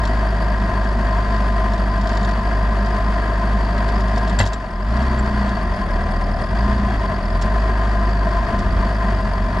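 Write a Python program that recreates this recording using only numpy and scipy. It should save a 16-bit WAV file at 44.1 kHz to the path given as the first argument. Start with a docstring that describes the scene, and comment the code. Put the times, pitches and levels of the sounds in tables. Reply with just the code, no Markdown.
"""A parking lot: a four-cylinder forklift drives across it, heard from the driver's seat.
The exhaust booms at the firing rate and the hollow under the hood drones on multiples of it.
Noise bursts from valves and pistons ring the hood panels; each gulp of air whistles on a gliding tone.
Filtered impacts make the mast buzz, slap, clack and knock, with short squeaks; low noise is the chassis.
The engine drops away briefly, surges, dips and surges again, then settles."""
import sys
import numpy as np
from scipy import signal
from scipy.fft import rfft, irfft
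from scipy.io import wavfile

SR = 44100
rng = np.random.default_rng(int(sys.argv[2]) if len(sys.argv) > 2 else 0)


def wav_record(signal):
    """Record a signal, one row per channel, as 16-bit PCM in the file named by sys.argv[1]."""
    frames = np.transpose(np.atleast_2d(signal))
    bounded = np.clip(frames, -1, 1)
    # unit amplitude maps onto the largest positive 16-bit level
    quanta = np.round(bounded * 32767).astype(np.int16)
    wavfile.write(sys.argv[1], SR, quanta)


N = 423360
T = np.arange(N) / SR
HZ = np.fft.rfftfreq(N, 1 / SR)

CRUISE_HZ = 51.0  # firing rate at cruising speed
LUG_HZ = 2.3  # the engine is fully labouring this far below cruising speed
GULP = .55  # how deeply each intake stroke swells the whistle
SLAP_DECAY_S = .0055  # how fast each slap of the chain dies
EDGE_HZ = 15700  # the treble is cut off above this
# the engine drops away once: start, hold, fade and return
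LULL_S, LULL_HOLD_S, LULL_FADE_S, LULL_RETURN_S = 4.42, 0.24, 0.15, 0.15

# engine speed: (time [s], firing rate [Hz])
FIRING_RATE = [(0.0, 51.8), (1.84, 50.3), (4.42, 51.8), (4.6, 50.3), (4.76, 39.5), (4.93, 58), (5.03, 65.5),
               (5.22, 60.7), (5.42, 58.4), (5.54, 55), (5.68, 44.5), (6.0, 38.7), (6.2, 39.8), (6.42, 39.6),
               (6.68, 59.5), (6.86, 57.3), (7.12, 46.5), (7.28, 40.8), (7.56, 51.6), (8.1, 50.2),
               (8.55, 51), (8.73, 48.3), (8.98, 51.8), (9.28, 46.3), (9.6, 48)]
# exhaust boom: (time [s], level [dB])
BOOM_LEVEL = [(0, -18), (4.4, -18), (4.52, -22), (4.68, -31.5), (4.9, -17.5), (5.1, -19.5), (5.45, -20.5),
              (5.83, -25), (6.05, -20.5), (6.4, -21.5), (6.65, -18), (7.0, -20.5), (7.2, -25.5),
              (7.36, -17), (8.35, -17.5), (8.6, -23), (8.8, -18), (9.6, -21)]
# weak firings: (time [s], share of the boom lost [0-1])
WEAK_FIRINGS = [(.71, 0.78), (1.77, .5), (1.93, 0.37), (2.09, .45), (2.43, .7), (2.99, .55), (3.25, 0.36)]
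# engine orders in the hollow under the hood: (multiple of the firing rate [x], relative level [dB])
ENGINE_ORDERS = [(2.5, -10.5), (3, -7), (3.5, 2), (4, -3.5), (4.5, -3), (5, 0.5)]
# spectrum of the hollow under the hood: (frequency [Hz], relative density [dB per Hz])
HOLLOW = [(60, -38), (120, -7.5), (155, -8.5), (182, -4.5), (204, 0), (230, -5.5), (258, -13.5),
          (310, -19.5), (400, -35.5), (1000, -77.5)]
# spectrum of the engine block: (frequency [Hz], relative density [dB per Hz])
BLOCK = [(40, -1), (280, 4), (460, 0.5), (850, -1), (1100, -1), (1950, 1), (2220, -10.5), (2500, -12),
         (3400, -15.5), (4100, -20), (7600, -29.5), (8300, -34), (10000, -35.5), (11000, -44), (15000, -56)]
# resonances of the hood panels: (frequency [Hz], width [Hz], lift [dB])
HOOD_PANELS = [(379.4, 63, 6), (601, 55, 7), (674.2, 91.6, 13.5), (764, 60, 4.5), (936.4, 69, 8.5),
               (1031.6, 71.3, 15.5), (1189, 87, 6), (1635, 117, 5), (1885, 110, 2), (3295, 115, 5),
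               (4540, 240, 11), (9140, 730, 6)]
# spectrum of the hood drumming near idle: (frequency [Hz], relative density [dB per Hz])
HOOD_DRUM = [(40, -41), (150, -25), (300, -3.5), (450, -20), (610, 1), (690, 4.5), (800, -8), (1500, -50),
             (5000, -83)]
# thin upper whistle notes: (frequency [Hz], relative level [dB], lag [rad], sounds on every n-th stroke [n])
UPPER_NOTES = [(9830, -7, -.6, 2), (8780, -7, 1.2, 4)]
# spectrum of the lift chain: (frequency [Hz], relative density [dB per Hz])
CHAIN = [(200, -25), (800, -11), (2200, -6), (3700, 4), (5200, 0), (7400, -11.5), (8700, -13.5),
         (12000, -32), (16000, -48)]
# ringing of the chain's links: (frequency [Hz], width [Hz], lift [dB])
CHAIN_LINKS = [(3660, 88, 4), (4530, 91, 3), (5150, 220, 7.5), (6860, 110, 13.5), (7370, 140, 11)]
# slaps of the loose chain on the mast: (time [s], relative level [dB])
CHAIN_SLAPS = [(.033, -33), (.052, -27), (.072, -31), (.843, -35), (1.734, -31), (1.778, -34), (2.011, -33),
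               (2.071, -29), (2.091, -29), (2.129, -31), (2.149, -33), (2.170, -26.5), (2.208, -32),
               (2.228, -31), (2.247, -29), (2.289, -31), (2.310, -31), (2.859, -33), (3.778, -31),
               (3.888, -30), (4.005, -32), (4.082, -34), (4.160, -31), (4.178, -28), (4.276, -29),
               (4.295, -28), (4.966, -31), (5.026, -35), (5.258, -35), (5.491, -33)]
# spectrum of loose steel: (frequency [Hz], relative density [dB per Hz])
LOOSE_STEEL = [(200, -20), (800, -3), (2200, -8), (3600, 2), (5200, 1), (7400, -3), (8700, -12),
               (12000, -24), (16000, -42)]
# clacks of loose mast parts: (time [s], relative level [dB], decay time [s])
CLACKS = [(4.387, -25, .007), (4.401, -24, .005), (4.412, -26, .004), (4.43, -29, .004), (4.453, -32, .005),
          (4.462, -28.5, .007), (4.473, -28, .004), (4.487, -37, .005), (4.532, -26, .006),
          (7.412, -34, .005), (7.417, -28.5, .004), (7.422, -28.5, .006), (8.589, -35, .008)]
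# spectrum of the heavy frame: (frequency [Hz], relative density [dB per Hz])
HEAVY_FRAME = [(30, -10), (95, 5), (180, 1), (280, -6), (550, -4), (820, -3), (1400, -4), (1900, -1.5),
               (2400, -12), (3500, -8), (6000, -25), (11000, -37), (15000, -48)]
# heavy knocks of the mast on its frame: (time [s], relative level [dB], decay time [s])
KNOCKS = [(4.389, -13, .006), (4.400, -7.5, .005), (4.408, -9, .005), (4.421, -17, .005),
          (4.437, -19, .006)]
# ringing modes of the mast: (frequency [Hz], lift [dB], time to fall 60 dB [s])
MAST_MODES = [(544, 5, .06), (813, 10, .15), (995, 4, .04), (1755, 4, .06), (1992, 7, .06), (2686, 7, .06),
              (3219, 5, .05), (3860, 6, .05), (4554, 5, .05), (5340, 3, .04), (6780, 2, .04),
              (7418, 7, .06)]
# notes of the dry metal squeal: (frequency [Hz], relative level [dB])
SQUEAL_NOTES = [(4560, -1), (7420, 4), (8470, -13), (10420, -19)]
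# squeaks of the mast: (time [s], level [dB], length [s])
SQUEAKS = [(4.389, -23, 0.01), (4.408, -41, 0.026), (5.188, -40.5, 0.015)]
# spectrum of the chassis rumble: (frequency [Hz], relative density [dB per Hz])
CHASSIS = [(10, -25), (22, -15), (35, 2), (75, -2.5), (110, -8.5), (200, -35.5), (500, -85.5)]
# shudders of the chassis as the drive takes up or sheds load: (time [s], lift [dB], half length [s])
SHUDDERS = [(5.25, 4.5, 0.17), (5.87, 2, 0.16), (6.7, 7, 0.35), (7.22, 0.5, 0.1), (8.57, 11.5, 0.22),
            (9.43, 1.5, 0.081)]
# how layers follow the engine, as single rows:
# (relative level at cruise [dB], change per octave of speed [dB], when labouring [dB], in the lull [dB])
DRONE_LAW = (-29.5, 6, 1, -5)
CLATTER_LAW = (-26.5, 2.5, -1, -4.5)
BUZZ_LAW = (-54.5, 8, -2, -3)
SHAKE_LAW = (-34, 3.5, 6.5, -8)
# likeness of the left and right sides: (frequency [Hz], likeness [0-1])
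LIKENESS = [(60, 1.0), (96, 0.99), (150, 0.98), (240, 0.99), (430, 0.98), (640, 0.95), (1000, 0.96),
            (1400, .89), (2000, .82), (2400, .6), (3200, .72), (4600, .76), (6830, .67), (10100, .6)]
# balance of the sides: (frequency [Hz], left minus right [dB])
LEAN = [(60, -.5), (96, -1), (150, 0.0), (290, .3), (400, 1.7), (750, 2.6), (900, 4.4), (1700, 3.8),
        (2400, -2.5), (3250, 5), (4300, -1.5), (5400, .8), (6400, -1), (9500, 3)]
# phase by which the left side leads: (frequency [Hz], lead [rad])
LEAD = [(1000, 0), (2150, -1.45), (2400, 0), (3400, -.95), (4400, -.1), (6000, 0)]


def amp(db):
    """Decibels to gain."""
    return np.exp(np.log(10) / 20 * np.asarray(db))


def unit(x):
    """Scales to rms 1."""
    return x / np.sqrt(np.mean(x ** 2) + 1e-20)


def curves(rows):
    """Each column of a time table, sample by sample."""
    s, *columns = np.transpose(rows)
    return [np.interp(T, s, c) for c in columns]


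def read(points, at=HZ):
    """A spectrum joined on a log-frequency axis."""
    hz, value = np.transpose(points)
    return np.interp(np.log(at + 1), np.log(hz + 1), value)


def wander(rate_hz):
    """Random drift of rms 1, mostly slower than the given rate."""
    slow_hz = HZ[:N // 32]
    a, b = rng.standard_normal((2, len(slow_hz)))
    return unit(irfft((a + 1j * b) / (1 + (slow_hz / rate_hz) ** 4), N))


def colour(x, spectrum, resonances=()):
    """Causal filter of unit power: a broad spectrum with ringing peaks on top."""
    peaks_db = sum(lift * np.exp2(-(2 * (HZ - hz) / width) ** 2) for hz, width, lift in resonances)
    cepstrum = irfft(np.log(unit(amp(read(spectrum) + peaks_db))), N)
    # folding the cepstrum forward gives minimum phase, so nothing sounds before its cause
    cepstrum[1:N // 2] *= 2
    cepstrum[N // 2 + 1:] = 0
    return irfft(rfft(x) * np.exp(rfft(cepstrum)), N)


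def spread(pair):
    """Two signals become a stereo pair: alike in the bass, looser and out of step in the treble."""
    a, b = rfft(pair)
    same = np.clip(read(LIKENESS), 0, 1)
    mid = a * np.sqrt((1 + same) / 2)
    side = b * np.sqrt((1 - same) / 2)
    lean = amp(read(LEAN) / 2) * np.exp(.5j * read(LEAD))
    return irfft(np.array([(mid + side) * lean, (mid - side) / lean]), N)


def lull():
    """Rises from 0 to 1 as the engine drops away, holds, and lets go."""
    end = LULL_S + LULL_FADE_S + LULL_HOLD_S + LULL_RETURN_S
    return np.clip(np.minimum((T - LULL_S) / LULL_FADE_S, (end - T) / LULL_RETURN_S), 0, 1)


def level(law, fire_hz):
    """A layer's dB from the engine's speed, its labouring at low revs and the lull."""
    cruise_db, octave_db, lug_db, lull_db = law
    labour = np.clip((CRUISE_HZ - fire_hz) / LUG_HZ, 0, 1) ** 2
    return cruise_db + octave_db * np.log2(fire_hz / CRUISE_HZ) + lug_db * labour + lull_db * lull()


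def works(firings, repeat, throb):
    """Valve and piston noise, pulsing with each firing; a share repeats every four firings."""
    size = int(4 * SR / CRUISE_HZ)
    pattern = signal.resample(rng.standard_normal((2, size)), size * 8, axis=1)
    place = (firings % 4 / 4 * pattern.shape[1]).astype(int)
    cycle = unit(pattern[:, place])
    noise = np.sqrt(repeat) * cycle + np.sqrt(1 - repeat) * rng.standard_normal((2, N))
    return unit(noise * np.exp(throb * np.cos(2 * np.pi * firings)))


def exhaust(firings, fire_hz, boom_db, waver_db=0.5, second_db=-14.0, rev_db=14,
            rock_db=-29, rock_hz=31, rock_width_hz=3.0, stumble_s=0.015):
    """A clean boom at the firing rate that stumbles on weak firings; its octave grows away from cruise."""
    angle = 2 * np.pi * firings
    lost = sum(share * np.exp(-((T - s) / stumble_s) ** 2) for s, share in WEAK_FIRINGS)
    boom = amp(boom_db + waver_db * wander(5.3)) * (1 - lost) * np.cos(angle)
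    off_cruise_db = rev_db * abs(np.log(fire_hz / CRUISE_HZ))
    octave = amp(boom_db + second_db + off_cruise_db + 1.2 * wander(7)) * np.cos(2 * angle + 1)
    # once a turn (two firings) the crank rocks the engine on its mounts, which resonate at high revs
    mounts = 1 / (1 + ((fire_hz / 2 - rock_hz) / rock_width_hz) ** 2)
    rocking = amp(rock_db) * mounts * np.cos(angle / 2)
    return np.sqrt(2) * (boom + octave + rocking)


def drone(firings, fire_hz, drone_db, rough_db=0.5, clear_db=2.0,
          hollow_hz=200, hollow_width_hz=16, hollow_db=3):
    """Rough noise fills the hollow under the hood; as the engine races, its orders stand clear of it."""
    smooth_db, buried_db, blur, racing_hz, heave_db = 5, 9, 1.3, 6, .8
    calm = 1 - np.clip((fire_hz - CRUISE_HZ) / racing_hz, 0, 1)
    noise = works(firings, repeat=0.04, throb=0.23)
    rough = colour(noise, HOLLOW, [(hollow_hz, hollow_width_hz, hollow_db)])
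    rough = rough * amp(rough_db - smooth_db * (1 - calm) + heave_db * wander(2.4))
    orders = np.zeros(N)
    for k, db in ENGINE_ORDERS:
        # each order swells as it glides through the hollow's resonance
        gain = amp(db + read(HOLLOW, k * fire_hz))
        orders += gain * np.cos(2 * np.pi * k * firings + blur * calm * wander(3.94))
    return (spread(rough) + np.sqrt(2) * orders * amp(clear_db - buried_db * calm)) * amp(drone_db)


def clatter(firings, effort_db, level_db=1, flicker_db=1.0):
    """The engine's valve and piston noise rings the hood panels."""
    drive = works(firings, repeat=0.33, throb=0.16)
    return colour(drive * amp(effort_db + level_db + flicker_db * wander(25)), BLOCK, HOOD_PANELS)


def drumming(firings, fire_hz, level_db=-32, below_hz=44, full_hz=40, lull_db=-14):
    """Near idle the engine's shaking sets the hood drumming."""
    idle = np.clip((below_hz - fire_hz) / (below_hz - full_hz), 0, 1)
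    drive = works(firings, repeat=0.23, throb=0.17)
    return colour(drive * idle * amp(level_db + lull_db * lull()), HOOD_DRUM)


def whistle(firings, fire_hz, effort_db, pitch_hz=4720, lift_hz=230, follow=1.4):
    """Each intake stroke whistles from high to low; strokes vary, and slow ones gulp deeper."""
    level_db, uneven_db, slow_db = -51.5, 1.8, 6
    swing_hz, swing_uneven, snap, sloppy = 140, .3, 2.5, .4
    breath, jitter_hz, blur_hz = 1.0, 110, 300
    upper_uneven_db, upper_slow_db = 3, 12
    angle = 2 * np.pi * firings + sloppy * wander(24.88)
    slow = CRUISE_HZ / fire_hz
    effort = follow * (effort_db - np.median(effort_db))
    loudness = amp(level_db + effort + slow_db * np.maximum(slow - 1, 0) + uneven_db * wander(19))
    swing = swing_hz * slow ** 2 * (1 + swing_uneven * wander(24.9))
    main_hz = pitch_hz + lift_hz * (slow - 1) + swing * np.tanh(snap * np.cos(angle + 1.31))

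    def note(hz, late):
        """A breathy tone of unsteady pitch that swells with each stroke."""
        phase = 2 * np.pi * np.cumsum(hz + jitter_hz * wander(50.25)) / SR
        steady = (slow + breath * wander(blur_hz)) * np.cos(phase)
        tone = steady + breath * wander(blur_hz) * np.sin(phase)
        return tone * unit(np.exp(GULP * slow ** 2 * np.cos(angle - late)))

    def beat(late, every):
        """Opens on every n-th stroke."""
        its_turn = np.round((angle - late) / (2 * np.pi)) % every == 0
        return np.clip(1 + np.cos(angle - late), 0, 1) * its_turn

    upper = np.zeros(N)
    for hz, db, late, every in UPPER_NOTES:
        upper += amp(db + upper_uneven_db * wander(25)) * beat(late, every) * note(hz, late)
    direct = note(main_hz, 0) + upper * amp(upper_slow_db * (slow - 2.0))
    return loudness * np.array([direct, direct * wander(blur_hz)])


def bursts(rows):
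    """Each contact is a quick flurry of tiny impacts that dies away."""
    rise_s, impacts_per_s = .001, 9000
    power = np.zeros(N)
    for s, db, decay_s in rows:
        start = int(s * SR)
        t = T[:min(SR // 2, N - start)]
        power[start:][:len(t)] += (amp(db) * (1 - np.exp(-t / rise_s)) * np.exp(-t / decay_s)) ** 2
    signs = np.sign(rng.standard_normal((2, N)))
    impacts = signs * (rng.random((2, N)) < impacts_per_s / SR)
    return np.sqrt(power) * unit(impacts)


def ring(x):
    """A blow on the mast, and the steel ringing on in its modes."""
    t = T[:SR // 2]
    modes = np.zeros(len(t))
    for hz, db, t60 in MAST_MODES:
        rate = np.log(1000) / t60
        modes += amp(db) * 2 * rate / SR * np.exp(-rate * t) * np.cos(2 * np.pi * hz * t)
    return x + signal.oaconvolve(x, modes[None], axes=1)[:, :N]


def mast(firings, buzz_db, slap_db=-1.0, sharpness=0.38):
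    """The chain chatters with the engine's shaking and slaps the mast; loose parts clack, the frame knocks."""
    fitful_db, clack_db, knock_db = 2.0, -1.5, -4.2
    shaking = unit(np.exp(sharpness * np.cos(2 * np.pi * firings)))
    chatter = shaking * amp(buzz_db + fitful_db * wander(6.0)) * rng.standard_normal((2, N))
    slaps = amp(slap_db) * bursts([(s, db, SLAP_DECAY_S) for s, db in CHAIN_SLAPS])
    clacks = amp(clack_db) * colour(bursts(CLACKS), LOOSE_STEEL)
    knocks = amp(knock_db) * colour(bursts(KNOCKS), HEAVY_FRAME)
    return colour(chatter + slaps, CHAIN, CHAIN_LINKS) + ring(clacks + knocks)


def thud(hz=96, decay_s=0.035, level_db=-9):
    """The hardest knock sets the heavy frame bouncing for a few cycles."""
    hardest_s = max(KNOCKS, key=lambda row: row[1])[0]
    t = np.maximum(T - hardest_s, 0)
    return amp(level_db) * np.exp(-t / decay_s) * np.sin(2 * np.pi * hz * t)


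def squeaks(unsteady_hz=30):
    """Steel slips on steel and squeals for an instant."""
    tone = np.zeros(N)
    for hz, db in SQUEAL_NOTES:
        tone += amp(db) * np.sin(2 * np.pi * np.cumsum(hz + unsteady_hz * wander(255)) / SR)
    swell = np.zeros(N)
    for s, db, length_s in SQUEAKS:
        arch = np.sin(np.pi * np.clip((T - s) / length_s, 0, 1))
        swell += amp(db) * np.sqrt(np.maximum(arch, 0))
    return unit(tone) * swell


def rumble(shake_db, apart_db=-14):
    """The chassis shakes over the asphalt and shudders now and then; a little differs on each side."""
    shudder_db = sum(db * np.exp(-((T - s) / half_s) ** 2) for s, db, half_s in SHUDDERS)
    shake = colour(rng.standard_normal((3, N)), CHASSIS) * amp(shake_db + shudder_db)
    return shake[0] + amp(apart_db) * shake[1:]


def scene():
    """One crankshaft drives the engine's layers, the chain's chatter and the chassis shake."""
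    (fire_hz,), (boom_db,) = curves(FIRING_RATE), curves(BOOM_LEVEL)
    firings = np.cumsum(fire_hz) / SR
    effort_db = level(CLATTER_LAW, fire_hz)
    engine = exhaust(firings, fire_hz, boom_db) + drone(firings, fire_hz, level(DRONE_LAW, fire_hz))
    hood = clatter(firings, effort_db) + drumming(firings, fire_hz)
    intake = whistle(firings, fire_hz, effort_db)
    metal = mast(firings, level(BUZZ_LAW, fire_hz))
    background = thud() + squeaks() + rumble(level(SHAKE_LAW, fire_hz))
    return engine + spread(hood + intake + metal) + background


def record(dry):
    """Cuts the treble steeply above the band edge."""
    lowpass = signal.firwin(511, EDGE_HZ, window=("kaiser", 9), fs=SR)
    return signal.oaconvolve(dry, lowpass[None], "same")


dry = scene()
out = record(dry)
wav_record(out)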